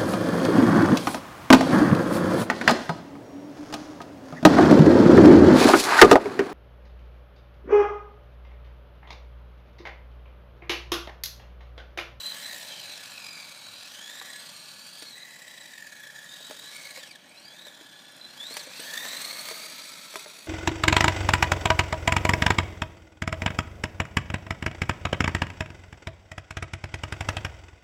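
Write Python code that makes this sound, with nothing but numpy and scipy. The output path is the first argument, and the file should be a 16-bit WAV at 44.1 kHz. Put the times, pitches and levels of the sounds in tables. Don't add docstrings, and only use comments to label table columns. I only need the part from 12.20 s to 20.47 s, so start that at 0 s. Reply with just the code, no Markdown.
import sys
import numpy as np
from scipy import signal
from scipy.fft import rfft, irfft
from scipy.io import wavfile
from scipy.ndimage import uniform_filter1d, map_coordinates

SR = 44100
rng = np.random.default_rng(int(sys.argv[2]) if len(sys.argv) > 2 else 0)


def materialize(psi):
    bounded = np.clip(np.atleast_2d(psi).T, -1, 1)
    quanta = np.round(bounded * 32767).astype(np.int16)
    wavfile.write(sys.argv[1], SR, quanta)


N = 364704
T = np.arange(N) / SR


# multiple of the mesh rate (how often teeth meet), level in dB.
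GEAR_TONES = [(2, 1), (3, -10.5), (4, 4.5)]
# pitch in Hz, width in Hz, level in dB.
CABIN_RINGS = [(1778, 240, 4), (1918, 154, 8), (2070, 350, 2.5), (2400, 470, 3.5)]
# pitch in Hz, width in Hz, level in dB.
SHELL_RINGS = [(2610, 180, -1), (3615, 590, 2.5), (4110, 290, 4), (4360, 340, 7), (4587, 810, 2)]

def gears(teeth, pressure, cabin_db, whine_db):
    mesh = sum(undb(db + 0.71 * walk(35) + 3.2 * walk(10)) * tone(teeth, k, rough=1.3, rough_rate=400)
               for k, db in GEAR_TONES)
    mesh = highpass(mesh, 3000, order=4)
    slaps = rng.standard_normal(N) * (1 + 0.5 * np.cos(2 * np.pi * teeth))
    backlash = tone(teeth, 1, rough=1.9, rough_rate=400)
    backlash += undb(-2.5) * tone(teeth, 2, rough=1.1, rough_rate=500)
    cabin = ring(pressure * backlash + undb(-1.5) * slaps, CABIN_RINGS)
    shell = ring(pressure * mesh + undb(7) * slaps, SHELL_RINGS)
    return undb(cabin_db) * cabin + undb(whine_db) * shell


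# start and end in seconds, change of pressure in dB.
GEAR_LOADS = [(-.1,.14,2),(.4,.95,-3),(2.78,3.04,6.5),(4.08,4.62,2.5),(4.76,4.98,6),(5.25,5.5,3),(6.2,6.41,6),(6.55,7.12,2),(7.45,8.4,-4.5)]

def gear_drive(speed_db, drift_db, flank):
    pull_db = spells(GEAR_LOADS, ramp_s=0.058)
    cabin_db = -57 + drift_db + 0.24 * speed_db + 16.5 * flank + walk(9)
    whine_db = -42 + drift_db + 0.76 * speed_db - 6 * flank + 0.77 * pull_db + walk(9)
    return undb(pull_db - 3.5), cabin_db, whine_db


# start and end in seconds, multiple of the mesh rate, level in dB.
SINGING_TONES = [(-.1,0.131,2,-36),(.22,0.375,2,-45.5),(.5,.6,2,-48),(1.045,1.27,4,-51.5),(1.742,2.034,2,-52),(1.46,1.9,4,-60),
                 (2.475,2.89,2,-51),(2.917,3.05,2,-52.5),(2.96,3.675,1,-51),(3.268,3.601,2,-53.5),(4.082,4.317,2,-50.5),(5.152,5.294,3,-54),
                 (5.282,5.496,2,-53),(5.7,6,3,-66),(6.004,6.197,3,-52.5),(6.185,6.345,2,-46.5),(6.53,6.801,2,-52.5),(6.884,7.75,2,-52)]

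def singing(teeth):
    multiples = sorted({round(row[2]) for row in SINGING_TONES})
    tones = {k: tone(teeth, k, rough=1.25, rough_rate=270) for k in multiples}
    flutter = even(undb(1.6 * walk(60)))
    return flutter * sum(undb(db) * gate(start, end, ramp_s=0.019) * tones[round(k)]
                         for start, end, k, db in SINGING_TONES)


# start and end in seconds, pitch in Hz, width in Hz, level in dB.
PANEL_FLARES = [(-.1,.24,3120,300,-53),(0.402,0.787,4000,330,-47),(0.497,.95,2600,260,-57),(0.802,1.382,4060,280,-56),(1.396,1.778,3914,170,-52.5),(5.4,6.103,3500,200.2,-60.5),(6.544,6.8,4583,300,-51),(6.82,8.14,3977,200,-55)]

def flares():
    shaking = rng.standard_normal(N)
    return sum(undb(db) * gate(start, end, ramp_s=0.045) * unit(steep_band(shaking, hz, width, 2))
               for start, end, hz, width, db in PANEL_FLARES)


# multiple of the mesh rate, level in dB.
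RASP_TONES = [(4, -0.5), (6, -2.5), (8, 1)]
# frequency in Hz, level in dB.
GEARBOX_COLOUR = [(4200, -2), (5200, 2), (7000, 5.5), (8800, 7), (10000, -1), (15000, -5)]

def rasp(teeth):
    overtones = sum(undb(db + 3.5 * walk(70)) * tone(teeth, k, rough=2, rough_rate=850)
                    for k, db in RASP_TONES)
    return colour(overtones, GEARBOX_COLOUR)


def rotor(teeth, speed, rumble_db):
    return undb(rumble_db - 12) * speed ** 2 * tone(teeth, 0.55, rough=0.99, rough_rate=120)


# time in seconds, turns a second.
SHAFT_RATE = [(0,71),(.55,52.4),(1,47),(1.45,35.5),(1.85,58),(2.05,39),(2.3,27),(2.75,47),(3,40.5),(3.35,30),(3.7,22.8),(4,38),(4.6,60),(4.9,42),(5.5,33),(6.75,29),(6.95,45.6),(8.27,55)]

def binds():
    rate, = curves(SHAFT_RATE)
    turns = np.cumsum(rate * (1 + 0.025 * walk(25.12))) / SR
    strength = undb(3.5 * np.clip(rng.standard_normal(1000), -2, .5))
    width_turns = 0.13
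    return strength[turns.astype(int)] * np.exp(-.5 * ((turns % 1 - .5) / width_turns) ** 2)


# time in seconds, strength in dB.
GEAR_SNATCHES = [(.065,6.5),(2.983,7),(3.163,13),(3.222,11),(3.315,11),(3.461,9),(3.539,12),(3.582,12.5),(3.626,11.5),(3.671,17),(4.299,12),(4.395,9),(4.762,8),(4.798,5),(4.836,10),(4.914,10.5),(4.959,11.5),(6.778,11.5),(6.97,8),(7.018,12.5),(7.051,10)]

def snatches():
    half_s, lift_s, slack_s, clack_s = 0.05, 0.0034, 0.02, 0.003
    t = np.arange(-half_s, half_s, 1 / SR)
    lift_db = strikes(GEAR_SNATCHES, np.exp(-.5 * (t / lift_s) ** 2), half_s)
    slack = strikes([(s, 1) for s, _ in GEAR_SNATCHES], np.exp(-(t / slack_s) ** 4), half_s)
    decay = np.exp(-(t + half_s) / clack_s)
    hits = strikes([(s, undb(db)) for s, db in GEAR_SNATCHES], decay, lead_s=0.0033)
    clacks = undb(-50) * hits * colour(rng.standard_normal(N), HISS_COLOUR)
    return lift_db, np.minimum(slack, 1), clacks


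# frequency in Hz, level in dB.
HISS_COLOUR = [(150, -37), (900, -51), (1500, -8), (2800, 4), (5200, 2), (6500, 2.5), (8500, 0.5),
               (10500, -6), (14000, -7), (15500, -12.5)]
RUMBLE_COLOUR = [(40, -74), (90, -41), (150, -4.5), (250, 0), (390, -6.5), (590, 6.5), (780, 1),
                 (1050, 2.5), (1400, 1.5), (2200, -1), (4000, -11.5), (12000, -20.5)]

def tyres(speed, hiss_db, rumble_db, scuff):
    scrape = rng.standard_normal(N) + undb(-3) * grit(2500 * speed, spread_db=1.5)
    drumming = rng.standard_normal(N) + undb(-3) * grit(900 * speed, spread_db=2.2)
    hiss = undb(hiss_db) * colour(scrape, HISS_COLOUR) * unit(scuff ** 1.54)
    rumble = undb(rumble_db) * colour(drumming, RUMBLE_COLOUR) * unit(scuff ** 1.2)
    return hiss + rumble


# time in seconds, thud level in dB, crack level in dB, thud pitch in Hz.
ROAD_BUMPS = [(2.014, -30, -38, 995), (2.804, -47, -42, 1203), (2.822, -37, -30, 323),
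              (4.205, -41.5, -53, 556), (4.298, -36, -47, 249.4), (4.309, -31, -31.5, 636),
              (4.774, -30.5, -34, 834), (5.467, -39.5, -37, 598), (5.61, -42.5, -41, 298.4),
              (6.308, -35.5, -40, 401), (6.368, -24, -18.5, 895), (6.471, -37.5, -47, 360.8),
              (6.594, -37.5, -34, 312.7), (7.286, -29, -26, 1203), (7.311, -29.5, -28.5, 487),
              (7.939, -35, -34, 644), (7.957, -18.5, -24.5, 914), (7.993, -40, -32, 1300),
              (8.060, -34.5, -50, 650)]
# pitch in Hz, level in dB, seconds to fade by 60 dB.
CHASSIS_RINGS = [(295, -9.5, 0.041), (462, -6.5, 0.087), (630, -7, 0.083), (954, -0.5, 0.018),
                 (1130, -8.5, 0.078), (1430, 5, 0.0046), (2180, 15.5, 0.0025)]

def bumps():
    rise_s, crack_s, clatter_s, db_per_octave = 0.00058, 0.0032, 0.016, 9
    out, t = np.zeros(N + SR), T[:SR // 5]
    crack_band = signal.butter(1, [1500, 5500], "band", fs=SR, output="sos")
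    onset = 1 - np.exp(-t / rise_s)
    decay = np.exp(-t / crack_s) + undb(-7.5) * np.exp(-t / clatter_s)
    for s, thud_db, crack_db, pitch_hz in ROAD_BUMPS:
        thud = np.zeros(len(t))
        for k, (hz, db, fade_s) in enumerate(CHASSIS_RINGS):
            detune = 1 + 0.09 * rng.standard_normal()
            gain = (-1) ** k * undb(db - db_per_octave * abs(np.log2(hz / pitch_hz)))
            thud += gain * np.sin(2 * np.pi * hz * detune * t) * undb(-60 * t / fade_s)
        crack = signal.sosfilt(crack_band, rng.standard_normal(len(t))) * onset * decay
        blow = undb(thud_db) * thud / abs(thud).max() + undb(crack_db) * crack / abs(crack).max()
        start = int(s * SR)
        out[start:start + len(t)] += blow
    return highpass(out[:N], 170, order=2)


# start and end in seconds, level in dB.
WHEELSPINS = [(-.1, 0.464, -50.5), (6.587, 7.446, -48)]

def spray():
    crackle = unit(highpass(grit(6000, spread_db=.5), 9000, order=2))
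    return crackle * sum(undb(db) * gate(start, end, ramp_s=0.19) for start, end, db in WHEELSPINS)


# time in seconds, level in dB.
STONE_HITS = [(5.966,-41),(6.198,-42),(6.34,-29),(7.455,-33),(7.499,-29)]

def stones():
    decay_s, pitch_hz = 0.0018, 8800
    ticks = strikes([(s, undb(db)) for s, db in STONE_HITS], np.exp(-T[:SR // 20] / decay_s), lead_s=0)
    return ticks * band(rng.standard_normal(N), pitch_hz, pitch_hz / 2)


# pitch in Hz, width in Hz, level in dB.
LOOSE_PANELS = [(1518, 110, 0), (2320, 120, -0.5), (3360, 440, 0.5), (4005, 410, 3)]

def rattle(metres, flank):
    shaking = grit(900, spread_db=-1) + rng.standard_normal(N)
    panels = sum(undb(db) * steep_band(shaking, hz, width, 3) for hz, width, db in LOOSE_PANELS)
    return undb(-50.5 - 5 * flank) * unit(panels) / metres


def metal(metres, flank, speed):
    ringing = steep_band(rng.standard_normal(N), hz=1706, width_hz=14.3, skirt=4)
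    return undb(-62 + 9.5 * flank) * unit(ringing) * speed ** 2 / metres


# start and end in seconds, change of gears and hiss in dB.
ROLLING = [(4.933,6.198,-5.5)]
ROLL_RAMP_S = 0.35

def drone(metres):
    rolling = sum(gate(start, end, ROLL_RAMP_S) for start, end, _ in ROLLING)
    road = rng.standard_normal(N) + grit(150, spread_db=3)
    drum = steep_band(road, hz=299.7, width_hz=186, skirt=2)
    return undb(-58) * unit(drum) * rolling / metres


# time in seconds, delay in milliseconds.
ECHO_DELAY = [(0, 1.235), (2.3, 1.22), (5.1, 1.28), (5.65, 1.2), (6.6, 1.2), (7, 0.92), (8.27, 0.87)]

def reflections(car, metres):
    lag_ms, = curves(ECHO_DELAY)
    car = car + undb(-11.5) * echo(car, 0.5436 + 0.11 * walk(2))
    echoes = undb(-10) * echo(car, lag_ms) + undb(-12.5) * echo(car, lag_ms + 2.3)
    share = np.minimum(metres / 2.6, 1)
    t = T[:SR]
    tail = signal.lfilter(*signal.butter(1, 4000, fs=SR), rng.standard_normal(SR))
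    tail *= undb(-60 * t) * (t > .03)
    street = signal.fftconvolve(car, tail / np.linalg.norm(tail))[:N]
    return car + share * echoes + undb(-19) * street


# frequency in Hz, level in dB.
HUSH_COLOUR = [(25, -38), (85, -18.5), (125, -6), (170, 0), (400, -11), (1000, -12.5), (15000, -55)]
HUM_COLOUR = [(40, -60), (108, -1), (200, -35.5)]
# time in seconds, level in dB.
TRAFFIC_LEVEL = [(0, -71.5), (1.5, -70), (2.3, -80), (4, -82), (7.1, -74), (8.27, -87)]

def outdoors():
    hum_db, = curves(TRAFFIC_LEVEL)
    hush = undb(-64 + walk(2.8)) * colour(rng.standard_normal(N), HUSH_COLOUR)
    return hush + undb(hum_db) * colour(rng.standard_normal(N), HUM_COLOUR)


def tone(teeth, multiple, rough, rough_rate):
    phase = 2 * np.pi * multiple * teeth
    return unit((1 + rough * walk(rough_rate)) * np.sin(phase) + rough * walk(rough_rate) * np.cos(phase))


def ring(x, rings):
    return even(sum((-1) ** k * undb(db) * band(x, hz, width) for k, (hz, width, db) in enumerate(rings)))


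def grit(rate, spread_db):
    hit = rng.random(N) < rate / SR
    size = undb(spread_db * np.minimum(rng.exponential(size=N), 5))
    return unit(hit * size * rng.standard_normal(N))


def undb(db):
    return 10 ** (np.asarray(db) / 20)


def unit(x):
    return x / np.sqrt(np.mean(x ** 2))


def even(x):
    return x / np.sqrt(uniform_filter1d(x ** 2, SR // 8) + 1e-12)


def curves(table):
    times, *columns = np.transpose(table)
    return [np.interp(T, times, column) for column in columns]


def walk(rate):
    knots, times = rng.standard_normal(N // 8), np.linspace(0, T[-1], N // 10)
    return unit(np.interp(T, times, map_coordinates(knots, [times * rate], order=2)))


def gate(start, end, ramp_s):
    return np.clip(np.minimum(T - start, end - T) / ramp_s + .5, 0, 1)


def spells(table, ramp_s):
    return sum(db * gate(start, end, ramp_s) for start, end, db in table)


def strikes(rows, shape, lead_s):
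    out = np.zeros(N + SR)
    for s, size in rows:
        start = max(int((s - lead_s) * SR), 0)
        out[start:start + len(shape)] += size * shape
    return out[:N]


def colour(x, points):
    hz, db = np.transpose(points)
    freqs = np.maximum(np.fft.rfftfreq(N, 1 / SR), 1)
    return unit(irfft(rfft(x) * undb(np.interp(np.log(freqs), np.log(hz), db)), N))


def band(x, hz, width_hz):
    return signal.lfilter(*signal.iirpeak(hz, hz / width_hz, fs=SR), x)


def steep_band(x, hz, width_hz, skirt):
    return band(band(x, hz, width_hz), hz, skirt * width_hz)


def highpass(x, hz, order):
    return signal.sosfilt(signal.butter(order, hz, "high", fs=SR, output="sos"), x)


def echo(x, lag_ms):
    return map_coordinates(x, [(T - lag_ms / 1000) * SR], order=3)


# time in seconds, mesh rate in Hz.
MESH_RATE = [(0,1990),(.28,2020),(.5,1620),(.78,1363),(1.08,1215),(1.42,1087),(1.62,1245),(1.75,1500),(2,1930),(2.5,2260),(2.78,2298),(2.9,2162),(2.93,1975),(3.45,1920),(3.75,1700),(3.97,1665),(4.12,1850),(4.26,1907),(4.35,1804),(4.58,2222),(4.79,2028),(4.91,1180),(5,620),(5.13,1220),(5.43,1950),(5.72,1500),(6.03,1325),(6.13,1400),(6.39,2396),(6.46,1047),(6.66,1590),(6.8,1785),(7.05,2115),(7.55,2385),(7.9,2416),(8.27,2660)]
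# time in seconds, distance in metres, flank (0 nose-on, 1 side-on).
LOOPS = [(0,1.5,0.13),(.32,1.28,0.83),(.6,1.44,0),(1.06,1.35,0.73),(1.55,1.67,0.22),(2.1,2,0.69),(2.45,3.06,0.06),(2.75,3.3,0),(2.98,3.6,0.7),(4.03,2.88,0.98),(4.25,2.5,0.17),(4.6,2.12,0.6),(4.85,2.4,0.72),(5.45,2.76,0.48),(5.9,2.5,0.32),(6.4,1.57,0.15),(6.77,0.87,0.97),(6.9,0.83,0.3),(7.12,1.12,0.33),(7.5,1.74,0.32),(7.95,2.55,0.15),(8.27,3.8,0.25)]
# start and end in seconds, extra rumble in dB.
CRACKED_ROAD = [(6.25, 8.05, 2)]

def scene():
    mesh_hz, = curves(MESH_RATE)
    metres, flank = curves(LOOPS)
    speed = mesh_hz / 1800
    near_db, speed_db = -20 * np.log10(metres), 20 * np.log10(speed)
    drift_db = near_db + spells(ROLLING, ROLL_RAMP_S)
    hiss_db = -43.5 + drift_db + 0.89 * speed_db
    rumble_db = -48 + near_db + 0.4 * speed_db + spells(CRACKED_ROAD, ramp_s=1)
    pressure, cabin_db, whine_db = gear_drive(speed_db, drift_db, flank)
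    gear_pulse_db, rasp_pulse_db, tyre_pulse_db = 8, 18.5, 1
    lift_db, slack, clacks = snatches()
    throb = (0.45 + 0.55 * flank) * binds() * (1 - slack) + lift_db / gear_pulse_db
    teeth = np.cumsum(mesh_hz * (1 + 0.00883 * walk(60))) / SR
    jolts = even(undb(walk(130)))
    drive = gears(teeth, pressure, cabin_db, whine_db) + singing(teeth) + flares()
    drive *= even(undb(gear_pulse_db * throb))
    rasp_pulse = even(undb(rasp_pulse_db * np.minimum(throb, 1)))
    drive += undb(hiss_db - 7.5) * speed ** 0.54 * rasp_pulse * rasp(teeth)
    drive += rotor(teeth, speed, rumble_db)
    scuff = jolts * even(undb(tyre_pulse_db * throb))
    car = jolts * drive + scuff * (spray() + rattle(metres, flank))
    car += tyres(speed, hiss_db, rumble_db, scuff) + drone(metres)
    car += metal(metres, flank, speed) + clacks / metres + stones() + bumps()
    return (reflections(car, metres) + outdoors())[None]


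def record(dry):
    return signal.sosfilt(signal.ellip(10, .2, 70, 15500, fs=SR, output="sos"), dry)


dry = scene()
out = record(dry)
materialize(out)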